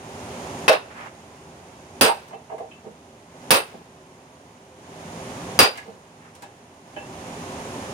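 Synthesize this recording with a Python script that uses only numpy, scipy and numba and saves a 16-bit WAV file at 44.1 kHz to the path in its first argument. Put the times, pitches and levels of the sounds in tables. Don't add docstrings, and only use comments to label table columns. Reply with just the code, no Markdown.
import sys
import numpy as np
from scipy import signal
from scipy.fft import rfft, irfft, next_fast_len
from scipy.io import wavfile
from scipy.ndimage import uniform_filter1d, minimum_filter1d
from numba import njit

SR = 44100
rng = np.random.default_rng(int(sys.argv[2]) if len(sys.argv) > 2 else 0)


def waveform_to_disk(signal):
    frames = np.transpose(np.atleast_2d(signal))
    scaled = np.clip(frames, -1, 1) * 32767
    samples = np.round(scaled).astype(np.int16)
    wavfile.write(sys.argv[1], SR, samples)


N = 349713
SPAN = 16384
AGE = np.arange(SPAN) / SR

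# start in seconds, crack in dB, treble tilt in dB per octave, thud in dB,
# hammer ring in dB, hatchet ring in dB, place hit along the hatchet from 0 to 1.
BLOWS = [(0.680, -13.5, -7, -41, -25, -28.5, 0.167), (2.0108, -5.5, 2, -16, -22, -7, 0.47),
         (3.506, -6, 2.5, -21, -19, -8.5, 0.16), (5.59, -4.5, 3, -19, -20, -11.5, 0.38)]
# pitch in Hz, flutters per second, level in dB.
HAMMER_MODES = [(2620, 330, 1.5), (3790, 400, -6), (5030, 600, -9.5), (11100, 600, -19)]
HATCHET_HZ = [4810, 8180, 8610, 10230, 14300]
HATCHET_DB = [2, -10, -7, -7, -11]
HATCHET_FLUTTER = [115, 260, 120, 381, 240]
# pitch in Hz, level in dB, seconds to fade 60 dB (t60).
LOG_MODES = [(171, -5, 0.09), (215, -3, 0.086), (338, -9.5, 0.049), (443, 1.5, 0.057), (518, 2, 0.026),
             (591.5, 2, 0.017), (646, 3.5, 0.049), (788, 1.5, 0.066), (923, 1.5, 0.042), (1180, 2.5, 0.021),
             (1674, -2.5, 0.046), (2100, 4, 0.018), (2940, 6.5, 0.0053)]
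TOOL_MODES = [(328, -2.5, 0.13), (597, 2.5, 0.1), (805, 0, 0.099), (953, 0.5, 0.038), (1690, 7.5, 0.026),
              (2610, 6, 0.021), (2690, -3, 0.18), (3000, 5, 0.026)]
# start in seconds, level in dB, centre in Hz, spread in octaves.
KNOCKS = [(0.686, -12, 562, 0.11), (2.040, -18.5, 540, 0.95), (2.085, -19, 880, 0.35),
          (2.325, -37, 594, 0.86), (2.514, -32, 573, 0.46), (2.598, -33.5, 570, 0.38),
          (2.856, -39.5, 310, 0.49), (3.737, -43, 315, 0.82), (5.773, -39, 2100, 0.65),
          (5.874, -40.5, 328, 0.96)]
CLINKS = [(2.330, -55, 2700, 0.27), (2.712, -48.5, 2630, 0.35), (6.425, -43, 1100, 0.76),
          (6.963, -39.5, 900, 2.1)]
# start in seconds, level in dB.
SNAPS = [(2.282, -55), (2.583, -57), (5.773, -45), (6.351, -52.5), (6.422, -47)]
# middle in seconds, half length in seconds, level in dB.
SCUFFS = [(0.917, 0.017, -48), (1.012, 0.073, -41.5), (1.07, 0.018, -44), (6.257, 0.062, -52)]
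# frequency in Hz, relative strength there in dB.
CRACK_COLOUR = [(100, -24), (280, -13), (450, 1), (1100, -1), (1500, 0), (2000, -4.5), (2700, -2),
                (3300, -7.5), (3900, -8), (5500, -8.5), (7500, -18), (11000, -12.5), (13000, -16),
                (15500, -20.5)]
SNAP_COLOUR = [(800, 5), (2500, 2), (6000, 0.5), (10000, -0.5), (15500, -13)]
SCUFF_COLOUR = [(300, -9), (800, 7), (1400, 7), (2300, 3), (4000, -13.5), (8000, -21), (15000, -34)]
RUSH_COLOUR = [(30, -5), (55, -16), (75, 0.5), (250, 1), (450, -2.5), (1000, -4), (1300, -10.5),
               (3000, -15.5), (4300, -21), (6000, -20.5), (7600, -27.5), (10000, -24.5), (12000, -33.5),
               (15500, -41)]
# centre in Hz, width in Hz, boost or cut in dB.
RUSH_PEAKS = [(165, 2.8, 6.5), (196.2, 4.4, -24), (242, 3.2, 6.5), (340, 23, -4.5), (382.6, 29, 5),
              (466.5, 10.3, -23), (518.3, 5.7, 7.5), (6750, 400, 5)]
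# frequency in Hz, seconds to fade 60 dB.
YARD_T60 = [(100, 0.16), (500, 0.25), (1500, 0.21), (3000, 0.21), (6000, 0.16), (14000, 0.084)]
# frequency in Hz, likeness from -1 (opposite) to 1 (same).
YARD_LIKENESS = [(100, -0.02), (300, 0.99), (650, 0.39), (1400, -0.4), (3000, 0.1), (15000, 0.11)]
RUSH_LIKENESS = [(60, 1), (300, 0.98), (700, 0.92), (1400, 0.22), (4000, 0.1), (15000, 0.2)]
# frequency in Hz, left over right in dB.
YARD_BALANCE = [(100, -1), (500, -1.5), (1000, -6), (2500, 1), (5000, -0.5), (9000, -8), (14000, 4)]
RUSH_BALANCE = [(60, -0.5), (380, 1), (700, -8), (1300, 1), (2400, 0.5), (4400, -1.5), (8100, -13.5),
                (15000, 3.5)]


def blows(tilt_from_hz=5000, click_db=-10.5, tearing_db=1.5):
    out = np.zeros((2, N))
    treble_octaves = np.log2(np.hypot(1, bins(SPAN) / tilt_from_hz))
    for s, crack_db, tilt_db, thud_db, hammer_db, hatchet_db, place in BLOWS:
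        colour_db = at_hz(CRACK_COLOUR, bins(SPAN)) + tilt_db * treble_octaves
        click = at_level(yard(colour_db, length=0.051, late_db=-60.5), crack_db + click_db)
        smear = yard(colour_db, length=0.88, build_s=0.0049, late_db=-34.5, echo_db=-42)
        crack = at_level(with_wall(smear * grains(tearing_db)), crack_db)
        add(out, s, click + crack + steel(hammer_db, hatchet_db, place) + thud(thud_db))
    return out


def steel(hammer_db, hatchet_db, place, hammer_t60=0.22, hatchet_t60=0.19):
    half_waves = np.arange(len(HATCHET_HZ)) + 3
    swings = np.cos(np.pi * half_waves * place)
    shares = np.hypot(swings, 0.18)
    hatchet = 0
    for share, hz, db, flutter in zip(shares, HATCHET_HZ, HATCHET_DB, HATCHET_FLUTTER):
        t60 = hatchet_t60 * (HATCHET_HZ[0] / hz) ** 0.1
        hatchet += share * ring(hz, flutter, hatchet_db + db, t60)
    hammer = sum(ring(hz, flutter, hammer_db + db, hammer_t60) for hz, flutter, db in HAMMER_MODES)
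    return hatchet + hammer


def ring(hz, flutter_per_s, db, t60, flutter_depth=1.05, late_db=-38, late_t60=0.5, build_s=0.001):
    knots = rng.standard_normal((2, 2, 256))
    waver = np.array([np.interp(AGE * flutter_per_s, np.arange(256), a + 1j * b) for a, b in knots])
    steady = np.array([[1], [1j]])
    tone = np.real((steady + flutter_depth * waver) * np.exp(2j * np.pi * hz * AGE))
    attack = 1 - np.exp(-AGE / build_s)
    fade = from_db(-60 * AGE / t60) + from_db(late_db - 60 * AGE / late_t60)
    sides = from_db(np.array([[1], [-1]]) * at_hz(YARD_BALANCE, hz) / 2)
    return at_level(tone * fade * attack * sides, db)


def thud(db, band_hz=(90, 340), length_s=0.039):
    push = irfft(noise_spectrum(0)) * np.exp(-(AGE / length_s) ** 4)
    bass_filter = signal.butter(2, band_hz, "band", fs=SR, output="sos")
    return at_level(signal.sosfilt(bass_filter, push), db)


def wood(loose_below_db=-25, edge_lead_s=0.018, edge_db=-8.5, rebound_s=0.05, rebound_db=-13):
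    loose = [knock for knock in KNOCKS if knock[1] < loose_below_db]
    edges = [(s - edge_lead_s, db + edge_db, hz * 2 ** 0.63, 1) for s, db, hz, _ in loose]
    rebounds = [(s + rebound_s, db + rebound_db, hz, spread) for s, db, hz, spread in loose]
    landings = knocks(list(KNOCKS) + rebounds, LOG_MODES, length=0.69, build_s=0.0044, late_db=-44)
    ticks = knocks(edges, LOG_MODES, length=0.68, build_s=0.0004, late_db=-33.5)
    return landings + ticks


def knocks(contacts, modes, **tail):
    out = np.zeros((2, N))
    hz, mode_db, t60 = np.transpose(modes)[:, :, None]
    rings = np.sin(2 * np.pi * hz * AGE) * from_db(mode_db - 60 * AGE / t60)
    rings[::2] *= -1
    for s, db, centre_hz, spread in contacts:
        off_centre = np.log2(hz / centre_hz) / spread
        body = np.sum(rings / (1 + off_centre ** 2), axis=0)
        smeared = signal.fftconvolve(yard(**tail), body[None], axes=1)[:, :SPAN]
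        add(out, s, at_level(smeared, db))
    return out


def tools():
    return knocks(CLINKS, TOOL_MODES, length=1, build_s=0.0004, late_db=-28)


def splinters():
    out = np.zeros((2, N))
    for s, db in SNAPS:
        add(out, s, at_level(yard(at_hz(SNAP_COLOUR, bins(SPAN))), db))
    return out


def boots(grain_db=1.5):
    out = np.zeros((2, N))
    for s, half_s, db in SCUFFS:
        grit = irfft(noise_spectrum(at_hz(SCUFF_COLOUR, bins(SPAN)))) * grains(grain_db)
        swell = np.exp(-(AGE / half_s - 2) ** 2)
        add(out, s - 2 * half_s, grit / grit.std() * from_db(db) * swell)
    return out


def yard(colour_db=0, length=1, build_s=0.0001, late_db=-31, late_t60=0.81, echo_s=0.177, echo_db=-34):
    spectrum = noise_spectrum(colour_db)
    bands_hz = np.geomspace(100, 12800, 8)
    nearest_band = np.argmin(abs(np.log((bins(SPAN) + 1) / bands_hz[:, None])), axis=0)
    attack = 1 - np.exp(-AGE / build_s)
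    late = from_db(late_db - 60 * AGE / late_t60)
    out = 0
    for band, hz in enumerate(bands_hz):
        t60 = at_hz(YARD_T60, hz) * length
        near = attack * from_db(-60 * AGE / t60)
        echo = from_db(echo_db - 60 * abs(AGE - echo_s) / t60) * length / 2
        far = np.hypot(late, echo) / (1 + (hz / 7000) ** 2)
        out += irfft(spectrum * (nearest_band == band)) * np.hypot(near, far)
    return out


def with_wall(sound, delay_s=0.0334, db=-11.5):
    lag = round(delay_s * SR)
    return sound + from_db(db) * np.pad(sound, ((0, 0), (lag, 0)))[:, :-lag]


def rush(db=-48, treble_lag_s=0.000413, lag_from_hz=900):
    size = next_fast_len(N, real=True)
    hz = bins(size)
    peaks_db = sum(boost * np.exp(-((hz - centre) / width) ** 2) for centre, width, boost in RUSH_PEAKS)
    left, right = noise_spectrum(at_hz(RUSH_COLOUR, hz) + peaks_db, RUSH_LIKENESS, RUSH_BALANCE, size)
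    lag_s = treble_lag_s * (1 - np.exp(-(hz / lag_from_hz) ** 2 / 2))
    air = irfft([left, right * np.exp(-2j * np.pi * hz * lag_s)], size)[:, :N]
    return from_db(db) * air / air.std()


def noise_spectrum(colour_db, likeness=YARD_LIKENESS, balance=YARD_BALANCE, size=SPAN):
    hz, sign = bins(size), np.array([[1], [-1]])
    mid, side = rfft(rng.standard_normal((2, size)))
    alike = np.clip(at_hz(likeness, hz), -1, 1)
    pair = np.sqrt(1 + alike) * mid + sign * np.sqrt(1 - alike) * side
    return pair * from_db(colour_db + sign * at_hz(balance, hz) / 2)


def grains(depth_db, step=128):
    return from_db(depth_db * np.interp(AGE, AGE[::step], rng.standard_normal(SPAN // step)))


def from_db(db):
    return 10 ** (np.asarray(db) / 20)


def at_hz(points, hz):
    known_hz, values = np.transpose(points)
    return np.interp(np.log(hz + 1), np.log(known_hz), values)


def bins(size):
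    return np.fft.rfftfreq(size, 1 / SR)


def at_level(sound, db):
    return sound * from_db(db) / np.sqrt(np.sum(sound ** 2) / SR * 10 + 1e-20)


def add(track, s, sound):
    start = round(s * SR)
    track[:, start:start + sound.shape[1]] += sound[:, :N - start]


def scene():
    return blows() + wood() + tools() + splinters() + boots() + rush()


@njit
def gain_control(level, gain, max_gain, threshold, fall_per_s=7.83, hold_s=1.154, rise_per_s=5.9):
    out, wait = np.empty(len(level)), 0.0
    for i in range(len(level)):
        excess = level[i] * gain / threshold
        if excess > 1:
            gain = max(1.0, gain / excess ** (fall_per_s / SR))
            wait = hold_s * SR
        elif wait > 0:
            wait -= 1
        else:
            gain += rise_per_s / SR * gain * (1 - gain / max_gain)
        out[i] = gain
    return out


def loudness(sound, size):
    return np.sqrt(np.maximum(uniform_filter1d(np.mean(sound ** 2, axis=0), size), 1e-12))


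def record(dry, start_db=7.5, max_db=15.0, duck_above_db=-24, limit_db=-16, squeeze=0.59):
    level = loudness(dry, size=441)
    ducked = dry * gain_control(level, from_db(start_db), from_db(max_db), from_db(duck_above_db))
    ahead = -minimum_filter1d(-loudness(ducked, size=300), size=200)
    excess = np.maximum(ahead / from_db(limit_db), 1)
    rounded = np.tanh(ducked / excess ** squeeze)
    low_cut = signal.butter(2, 55, "high", fs=SR, output="sos")
    high_cut = signal.ellip(10, 0.1, 70, 16000, fs=SR, output="sos")
    return signal.sosfilt(high_cut, signal.sosfilt(low_cut, rounded))


dry = scene()
out = record(dry)
waveform_to_disk(out)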